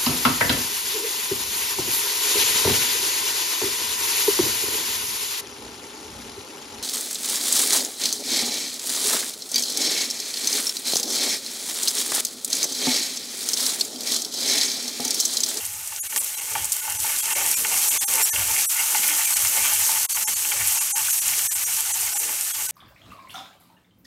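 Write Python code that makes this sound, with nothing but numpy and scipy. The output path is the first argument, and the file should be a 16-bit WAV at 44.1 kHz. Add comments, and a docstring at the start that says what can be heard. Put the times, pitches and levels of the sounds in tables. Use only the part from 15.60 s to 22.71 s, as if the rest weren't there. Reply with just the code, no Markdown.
"""A dense bright hiss of steam bubbles, with louder crackles: green chillies, seeds and lentils fry in hot oil.
The hiss is noise and random clicks in wide resonances; crackles are short snaps with a spit of noise.
A spatula scrapes and knocks the steel pan, whose damped modes ring dully; chillies tumble and thud softly.
A low boom swells now and then, perhaps the pan rocking on the stove: noise in narrow low resonances.
At moments the whole sound thins for an instant to a few bright tones. 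The microphone is close and mono."""
import sys
import numpy as np
from scipy import signal
from scipy.fft import rfft, irfft
from scipy.io import wavfile
from scipy.ndimage import uniform_filter1d

SR = 44100
rng = np.random.default_rng(int(sys.argv[2]) if len(sys.argv) > 2 else 0)


def field_ratio(decibels):
    """Amplitude ratio for a level in dB (20 dB per decade); scalars and array-likes work."""
    return 10 ** (np.asarray(decibels, dtype=float) / 20)


def wrap_up_sound(samples):
    """Save the sound to the file named by the first command line argument, as 16-bit audio."""
    columns = np.atleast_2d(samples).T
    # keep every value between -1 and 1, then stretch to whole-number steps
    tamed = np.clip(columns, -1, 1)
    steps = np.round(tamed * 32767).astype(np.int16)
    wavfile.write(sys.argv[1], SR, steps)


N = 313551  # samples

# Spatula strokes. Each row: middle in seconds, length in seconds, scrape level in dB,
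# level of the tumbling chillies in dB.
STROKES = [(0.35, 0.18, -53, -63), (0.58, 0.17, -43, -49.5), (0.814, 0.22, -40.5, -55),
           (0.974, 0.23, -36.5, -50.5), (1.25, 0.35, -38.5, -57), (1.5, 0.29, -34, -51),
           (1.756, 0.34, -32.5, -49), (1.9, 0.29, -34, -50), (2.097, 0.35, -35.5, -47),
           (2.33, 0.44, -34.5, -48.5), (2.57, 0.25, -32, -45), (2.774, 0.21, -30.5, -45.5),
           (2.95, 0.29, -34.5, -48.5), (3.204, 0.19, -32, -53), (3.368, 0.25, -36, -47),
           (3.513, 0.25, -32, -48.5), (3.668, 0.25, -33, -58), (3.834, 0.27, -33, -51),
           (4.036, 0.36, -31, -50), (4.325, 0.41, -35, -52.5), (4.676, 0.3, -35, -51.5),
           (4.958, 0.26, -34.5, -50), (5.154, 0.23, -35, -58), (5.367, 0.22, -33.5, -54),
           (5.73, .25, -36.5, -54), (6.1, 0.48, -42.5, -58.5), (6.316, 0.22, -38, -69),
           (6.48, 0.17, -40, -71), (6.64, 0.33, -39, -51), (7.046, 0.24, -41.5, -56)]


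def level(x, db):
    """Scale to an rms level."""
    return x * field_ratio(db) / np.sqrt(np.mean(x ** 2))


def colour(x, points):
    """Minimum-phase filter through (Hz, dB) points, from a folded cepstrum."""
    point_hz, db = np.transpose(points)
    bin_hz = np.arange(513) * SR / 1024
    log_gain = np.interp(np.log(bin_hz + 1), np.log(point_hz), db) * np.log(10) / 20
    cepstrum = irfft(log_gain)
    cepstrum[1:512] *= 2
    cepstrum[513:] = 0
    impulse = irfft(np.exp(rfft(cepstrum)))
    return signal.fftconvolve(x, impulse)[:len(x)]


def band(x, hz, width_hz):
    """Two-pole resonance, gain 1 at the centre."""
    return signal.lfilter(*signal.iirpeak(hz, hz / width_hz, fs=SR), x)


def ring(x, hz, t60_s):
    """One decaying mode; it radiates by its speed, so it passes no bass."""
    radius = np.exp(-np.log(1000) / (t60_s * SR))
    w = 2 * np.pi * hz / SR
    mode = signal.lfilter([1, 0, -1], [1, -2 * radius * np.cos(w), radius * radius], x)
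    return mode / (2 * np.sin(w / 2) + 1)


def walk(rate_hz):
    """Random levels held 1 / rate_hz seconds and slewed twice."""
    hold = int(SR / rate_hz)
    steps = np.repeat(rng.standard_normal(N // hold + 1), hold)
    return uniform_filter1d(uniform_filter1d(steps, hold), hold)[:N]


def grains(per_s, spread_db, top_db):
    """Random clicks of either sign, most small and a few large."""
    when, size, sign = rng.random((3, N))
    size_db = np.minimum(-spread_db * np.log(size + 1e-9), top_db)
    return (when < per_s / SR) * field_ratio(size_db) * np.sign(sign - .5)


def resonances(table, db):
    """Noise in a few narrow resonances (Hz, width Hz, dB), each wavering alone."""
    total = 0
    for hz, width_hz, gain_db in table:
        noise = band(band(rng.standard_normal(N), hz, width_hz), hz, 3 * width_hz)
        total = total + field_ratio(gain_db + 2.5 * walk(11)) * noise / np.sqrt(width_hz)
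    return level(total, 0) * field_ratio(db)


def swells(middle_s, length_s, db, rest_db):
    """Gain of smooth rises and falls whose powers add over a resting level."""
    t = np.arange(N) / SR
    power = np.full(N, field_ratio(rest_db) ** 2)
    for middle, length, peak_db in zip(middle_s, length_s, db):
        phase = np.clip((t - middle) / length, -.5, .5)
        power = power + field_ratio(peak_db) ** 2 * np.cos(np.pi * phase) ** 2
    return np.sqrt(power)


def sizzle():
    """Bubbles of every size burst at the oil surface, each ringing a few cycles and leaving a puff of spray."""
    # Sizzle strength as stirring turns wet food into the oil. Each row: time in seconds, level in dB.
    strength = [(0.0, -31), (0.3, -32.5), (0.6, -28.5), (0.75, -30), (1.04, -28), (1.34, -28.5),
                (1.45, -23.5), (1.62, -25), (1.92, -21.5), (2.06, -23.5), (2.24, -19.5), (2.6, -22),
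                (2.8, -23), (2.97, -21.5), (3.22, -22), (3.5, -20.5), (3.85, -21.5), (4.32, -19),
                (4.53, -25), (4.63, -21.5), (4.93, -24), (5.12, -20.5), (5.28, -24), (5.5, -21.5),
                (5.6, -22.5), (5.78, -21.5), (5.95, -23), (6.45, -24.5), (7.11, -27)]
    # Spectral tilt of the frying. Each row: frequency in Hz, gain in dB.
    fizz = [(100, -25.5), (300, -33), (700, -16), (1050, -10), (1300, -9), (2600, -10.5), (3700, -12),
            (4900, -10), (5800, -4.5), (6800, -3.5), (8500, -1.5), (9400, -3.5), (12200, -2.5),
            (14400, -5.5), (15700, -12)]
    out = level(rng.standard_normal(N), -4.0) * field_ratio(2.0 * walk(90))
    out = out + level(grains(per_s=240, spread_db=4.0, top_db=7.5), -12)  # droplets snap across all pitches
    for hz in (2870, 4380, 6300, 8200, 10600, 12610):
        pops = grains(per_s=500, spread_db=2.0, top_db=6.5)
        puff_power = signal.lfilter([1], [1, -np.exp(-1 / (0.01 * SR))], pops ** 2)
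        puff = np.sqrt(puff_power) * rng.standard_normal(N)
        burst = level(pops, -1.7) + level(puff, -3.0)
        out = out + level(band(burst, hz, 0.32 * hz), -8.0) * field_ratio(1.2 * walk(40))
    out = colour(out * field_ratio(.5 * walk(30)), fizz)
    return level(out, 0) * field_ratio(np.interp(np.arange(N) / SR, *np.transpose(strength)))


def crackles():
    """Bursting seeds and spits of oil: a snap of a few cycles and a decaying spit of noise."""
    # Each row: start in seconds, snap peak in dB, centre in Hz, spit level re the snap peak in dB.
    bursts = [(0.0523, -14, 8300, -10), (0.063, -21, 9200, -0.5), (0.2747, -16, 8600, -9.5),
              (0.3625, -13, 6300, -14), (0.561, -6.5, 6950, -11), (0.5656, -12, 9900, -14),
              (0.5706, -11, 10100, -9), (0.5765, -7, 8700, -12), (0.6358, -18, 9000, -10),
              (0.6449, -16, 10800, -5), (0.9353, -18, 8300, -6), (0.9806, -17, 9100, -14),
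              (1.044, -10, 8200, -8.5), (1.054, -10, 9800, -14), (1.1209, -2, 8000, -14.5),
              (1.1262, -11, 9100, -14), (1.1304, -8, 9000, -14), (1.1656, -10, 8600, -14),
              (1.2992, -8, 9000, -20), (1.3037, -10, 9900, -16), (1.3227, -14, 8200, -9),
              (1.349, -16, 7240, -14), (1.4024, -8.5, 8300, -12.5), (1.586, -10, 9300, -7.5),
              (1.6557, -11, 7100, -10), (1.8632, -4, 8100, -24), (1.914, -4, 8800, -14),
              (2.1397, -9, 8500, -17), (2.281, -7, 9300, -18), (2.538, -6, 8550, -11.5),
              (2.556, -4, 8550, -14), (3.4787, -10.5, 10900, -6), (3.707, -4.5, 9200, -16),
              (3.7684, -3.5, 9100, -13.5), (3.849, -7, 8000, -16), (3.8722, -5, 8000, -15),
              (4.1351, -4, 7960, -19), (4.4303, -5, 8900, -13), (5.0727, -6, 9600, -14),
              (5.0814, -6, 10200, -12), (5.381, -6, 9200, -15), (5.681, -3.5, 7660, -21),
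              (6.2066, -4, 9000, -19), (6.8099, -8.5, 7900, -12)]
    snap_decay_s, spit_t60_s = 0.00024, 0.032
    out, t = np.zeros(N + 4096), np.arange(4096) / SR
    for start_s, peak_db, hz, spit_db in bursts:
        snap_noise, spit_noise = rng.standard_normal((2, 4096))
        width_hz = 0.67 * hz
        snap = band(band(snap_noise * np.exp(-t / snap_decay_s), hz, width_hz), hz, width_hz)
        spit = band(band(spit_noise, hz, width_hz), hz, width_hz)
        spit = spit * np.exp(-np.log(1000) * t / spit_t60_s)
        crackle = snap / np.abs(snap).max() + field_ratio(spit_db) * spit / spit[:64].std()
        out[int(start_s * SR):][:4096] += field_ratio(peak_db) * crackle
    return out[:N]


def pan():
    """Seeds rattle under the spatula edge; knocks are short rough pushes; both ring the same modes."""
    # Pan modes. Each row: frequency in Hz, gain in dB, t60 in seconds.
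    modes = [(683, -9, 0.037), (781.5, -10, 0.15), (829, -4.5, 0.098), (890.7, 3.5, 0.045),
             (1164, -1, 0.038), (1325, 1.5, 0.016), (1480, 3.5, 0.031), (1792, 4.5, 0.024),
             (2136, 12.5, 0.015), (2373, 14, 0.0091), (2740, 12.5, 0.014), (3205, 10.5, 0.012)]
    # Spatula knocks. Each row: start in seconds, peak in dB, favoured frequency in Hz, focus in dB per octave.
    knocks = [(0.32, -30, 829, 6), (0.523, -22, 1490, 8), (0.56, -16, 860, 3), (0.577, -22.5, 3160, 22),
              (0.952, -15.5, 867, 3.5), (1.249, -25, 2280, 2), (1.276, -21.5, 1050, 12),
              (1.444, -24, 910, 25), (1.464, -25, 2260, 8), (1.494, -21.5, 834, 0), (1.654, -25, 3080, 18),
              (1.752, -19.5, 2680, 9), (1.808, -21, 900, 11.5), (2.047, -14.5, 2140, 1),
              (2.315, -21.5, 3180, 23), (2.758, -15, 2770, 13), (2.962, -18, 2300, 20),
              (3.346, -14, 883, 2), (3.432, -19, 2810, 2), (3.484, -18, 2150, 10), (3.767, -20, 2190, 10),
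              (3.848, -20, 824, 1), (4.159, -18, 2970, 20), (4.29, -18.5, 840, 5.5), (4.57, -18, 2950, 3),
              (4.847, -18, 2740, 4.5), (4.917, -14, 2200, 4), (5.391, -24, 2210, 1), (5.482, -22, 1490, 9),
              (5.689, -23, 2750, 6), (5.734, -22.5, 2270, 21), (5.792, -21.5, 3150, 8),
              (5.981, -23, 2480, 17), (6.015, -25, 2170, 20), (6.529, -30, 773, 20), (6.69, -22, 2110, -2),
              (6.903, -30.5, 1470, 29)]
    contact_decay_s = 0.0058
    rub = level(grains(per_s=350, spread_db=1.0, top_db=7.0), -3.2) + level(rng.standard_normal(N), -2.5)
    rub = rub * field_ratio(4.3 * walk(45))  # the edge catches and slips
    scrape = 0
    for k, (hz, gain_db, t60_s) in enumerate(modes):
        scrape = scrape + (-1) ** k * field_ratio(gain_db + 3.34 * walk(24)) * ring(rub, hz, t60_s)
    middle_s, length_s, scrape_db, _ = np.transpose(STROKES)
    out = level(scrape, 0) * swells(middle_s, length_s, scrape_db, rest_db=-44)

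    t = np.arange(4096) / SR
    for start_s, peak_db, spot_hz, focus in knocks:
        push = rng.standard_normal(4096) * np.exp(-t / contact_decay_s)
        push[0] = 3.7
        knock = 0
        for k, (hz, gain_db, t60_s) in enumerate(modes):
            # each spot on the pan favours the modes near its own pitch
            spot_db = gain_db - focus * abs(np.log2(hz / spot_hz))
            knock = knock + (-1) ** k * field_ratio(spot_db) * ring(push, hz, t60_s)
        start = int(start_s * SR)
        out[start:start + 4096] += (field_ratio(peak_db) * knock / np.abs(knock).max())[:N - start]
    return out


def tumble():
    """Chillies roll over the pan bottom: low resonant noise swelling with the strokes."""
    # Each row: centre in Hz, width in Hz, relative gain in dB.
    rolling = [(219, 120, 0), (303.4, 20, -5.5), (433, 102, 4), (589.6, 37, 1.5)]
    middle_s, length_s, _, tumble_db = np.transpose(STROKES)
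    return resonances(rolling, 0) * swells(middle_s, length_s, tumble_db, rest_db=-60.5)


def thuds():
    """Chillies drop back: each thud is one dull decaying mode with a soft onset."""
    # Each row: start in seconds, level before onset and decay in dB, frequency in Hz, t60 in seconds.
    drops = [(1.758, -30, 571, 0.089), (1.806, -36, 570, 0.12), (2.046, -40, 452, 0.12),
             (2.534, -35, 527, 0.21), (2.598, -37, 417, 0.13), (3.499, -37, 301, 0.27),
             (3.971, -31, 567, 0.083), (4.294, -42, 606, 0.1), (4.939, -38, 565, 0.13),
             (6.679, -44, 428, 0.12), (6.73, -41, 590, 0.11)]
    onset_s = 0.0038
    t, out = np.arange(N) / SR, np.zeros(N)
    for start_s, db, hz, t60_s in drops:
        since_s = np.maximum(t - start_s, 0)
        envelope = (1 - np.exp(-since_s / onset_s)) * np.exp(-np.log(1000) * since_s / t60_s)
        out = out + field_ratio(db) * np.sin(2 * np.pi * hz * since_s) * envelope
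    return out


def low_boom():
    """A low boom, perhaps the pan rocking on the stove: wavering low noise resonances that swell now and then."""
    # Each row: centre in Hz, width in Hz, relative gain in dB.
    boom = [(70.5, 20, -3), (99.4, 19, 2), (40, 30, -38.5), (175, 230, -16)]
    # Each row: middle in seconds, length in seconds, level in dB.
    boom_swells = [(0.1, 0.57, -53.5), (0.637, .15, -54), (0.84, .25, -59), (1.007, 0.29, -47.5),
                   (1.393, 0.27, -46), (1.82, .2, -53), (2.002, 0.13, -54), (2.394, 0.49, -59.5),
                   (2.843, 0.31, -44), (3.84, .18, -50), (4.0, 0.13, -53), (4.18, .2, -54),
                   (4.4, 0.17, -55), (4.562, 0.14, -54), (4.82, .3, -55), (5.042, .22, -46),
                   (5.42, 0.18, -57), (5.743, 0.46, -54), (6.06, .3, -56), (6.397, 0.41, -55),
                   (7.082, 0.14, -62)]
    return resonances(boom, 0) * swells(*np.transpose(boom_swells), rest_db=-62)


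def scene():
    """One microphone: both channels alike."""
    oil = sizzle() + crackles()
    food = tumble() + thuds()
    mono = oil + pan() + food + low_boom()
    return np.array([mono, mono])


def thin(x, count=12):
    """For an instant all drops away but the strongest treble lines and one low tone, held at fixed pitches."""
    # Each row: middle in seconds, length in ms, rms of the tones in dB, lowest tone in Hz.
    gaps = [(0.4127, 39, -26.5, 5920), (0.4862, 18.5, -37, 2260), (0.5937, 11.3, -24, 7670),
            (0.762, 16, -32.5, 4000), (0.8068, 6.3, -36.5, 828), (1.213, 10, -31.5, 1470),
            (1.3816, 16, -30.5, 860), (1.618, 12, -28.5, 3270), (1.744, 16, -28.5, 5660),
            (1.957, 16, -24.5, 2400), (2.2996, 16, -21.5, 6160), (2.395, 35, -25, 3450),
            (2.461, 35, -25, 837), (2.6418, 14, -17.5, 5540), (2.715, 33, -24, 1780),
            (3.0772, 34.6, -23, 5870), (3.665, 9.3, -23, 2380), (3.7503, 15, -24.5, 4340),
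            (4.477, 32, -48, 1070), (4.541, 9.6, -27.5, 4530), (4.658, 36, -26, 843),
            (4.7507, 18.6, -27.5, 4450), (5.199, 18, -25.5, 2700), (5.3382, 36.6, -24.5, 820),
            (5.5209, 12.4, -22, 6300), (5.6073, 19, -24.5, 5800), (5.893, 38, -25, 1750),
            (5.9455, 17, -25, 7540), (6.0535, 17, -24.5, 5800), (6.3311, 18, -24, 6010),
            (6.5458, 15, -25.5, 820), (6.5872, 18, -23.5, 6100), (6.9297, 18, -31, 3320),
            (7.0776, 16, -32, 1507)]
    base_depth_db, knee_ms, extra_db_per_ms = -19.5, 21, -5  # longer gaps sink deeper
    low_tone_db_per_ms = -0.263  # lowest tone re the strongest
    out, t = x.copy(), np.arange(-1536, 1536) / SR
    for middle_s, ms, tones_db, low_hz in gaps:
        depth_db = base_depth_db + extra_db_per_ms * max(ms - knee_ms, 0)
        middle = int(middle_s * SR)
        part = slice(middle - 1536, middle + 1536)
        lines = rfft(x[part][1024:2048] * np.hanning(1024))
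        hz = np.arange(len(lines)) * SR / 1024
        size = np.abs(lines) * (hz > max(low_hz, 5400))
        peaks = signal.find_peaks(size, distance=6)[0]
        peaks = peaks[np.argsort(-size[peaks])[:count]]
        peaks[-1] = round(low_hz * 1024 / SR)  # the low tone takes the weakest place
        size[peaks[-1]] = field_ratio(low_tone_db_per_ms * ms) * size.max()

        offset_s = 0.0096 * rng.standard_normal((count, 1))
        swell = np.cos(np.pi / 2 * np.clip((t - offset_s) / 0.022, -1, 1))
        phase = 2 * np.pi * hz[peaks, None] * t + np.angle(lines[peaks, None])
        tones = (size[peaks, None] * swell * np.cos(phase)).sum(0)
        held = np.sin(np.pi / 2 * np.clip(.5 + (.021 - np.abs(t)) / 0.013, 0, 1))
        tones = tones * field_ratio(tones_db) / tones[1280:1792].std() * held

        fade_s = min(ms, 18) / 1000
        gap = np.sin(np.pi / 2 * np.clip(.5 + (ms / 2000 - np.abs(t)) / fade_s, 0, 1)) ** 2
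        duck = 1 - (1 - field_ratio(depth_db)) * gap
        n = len(out[part])
        out[part] = out[part] * duck[:n] + tones[:n]
    return out


def top_cut(x):
    """Nothing passes above the cut-off."""
    return signal.sosfilt(signal.butter(12, 15790, fs=SR, output="sos"), x)


def record(dry):
    """Brief thinning, then a steep low-pass at 15.75 kHz."""
    low_pass = signal.ellip(10, .3, 70, 15750, fs=SR, output="sos")
    mono = signal.sosfilt(low_pass, thin(dry[0]))
    return top_cut(np.array([mono, mono]))


dry = scene()
out = record(dry)
wrap_up_sound(out)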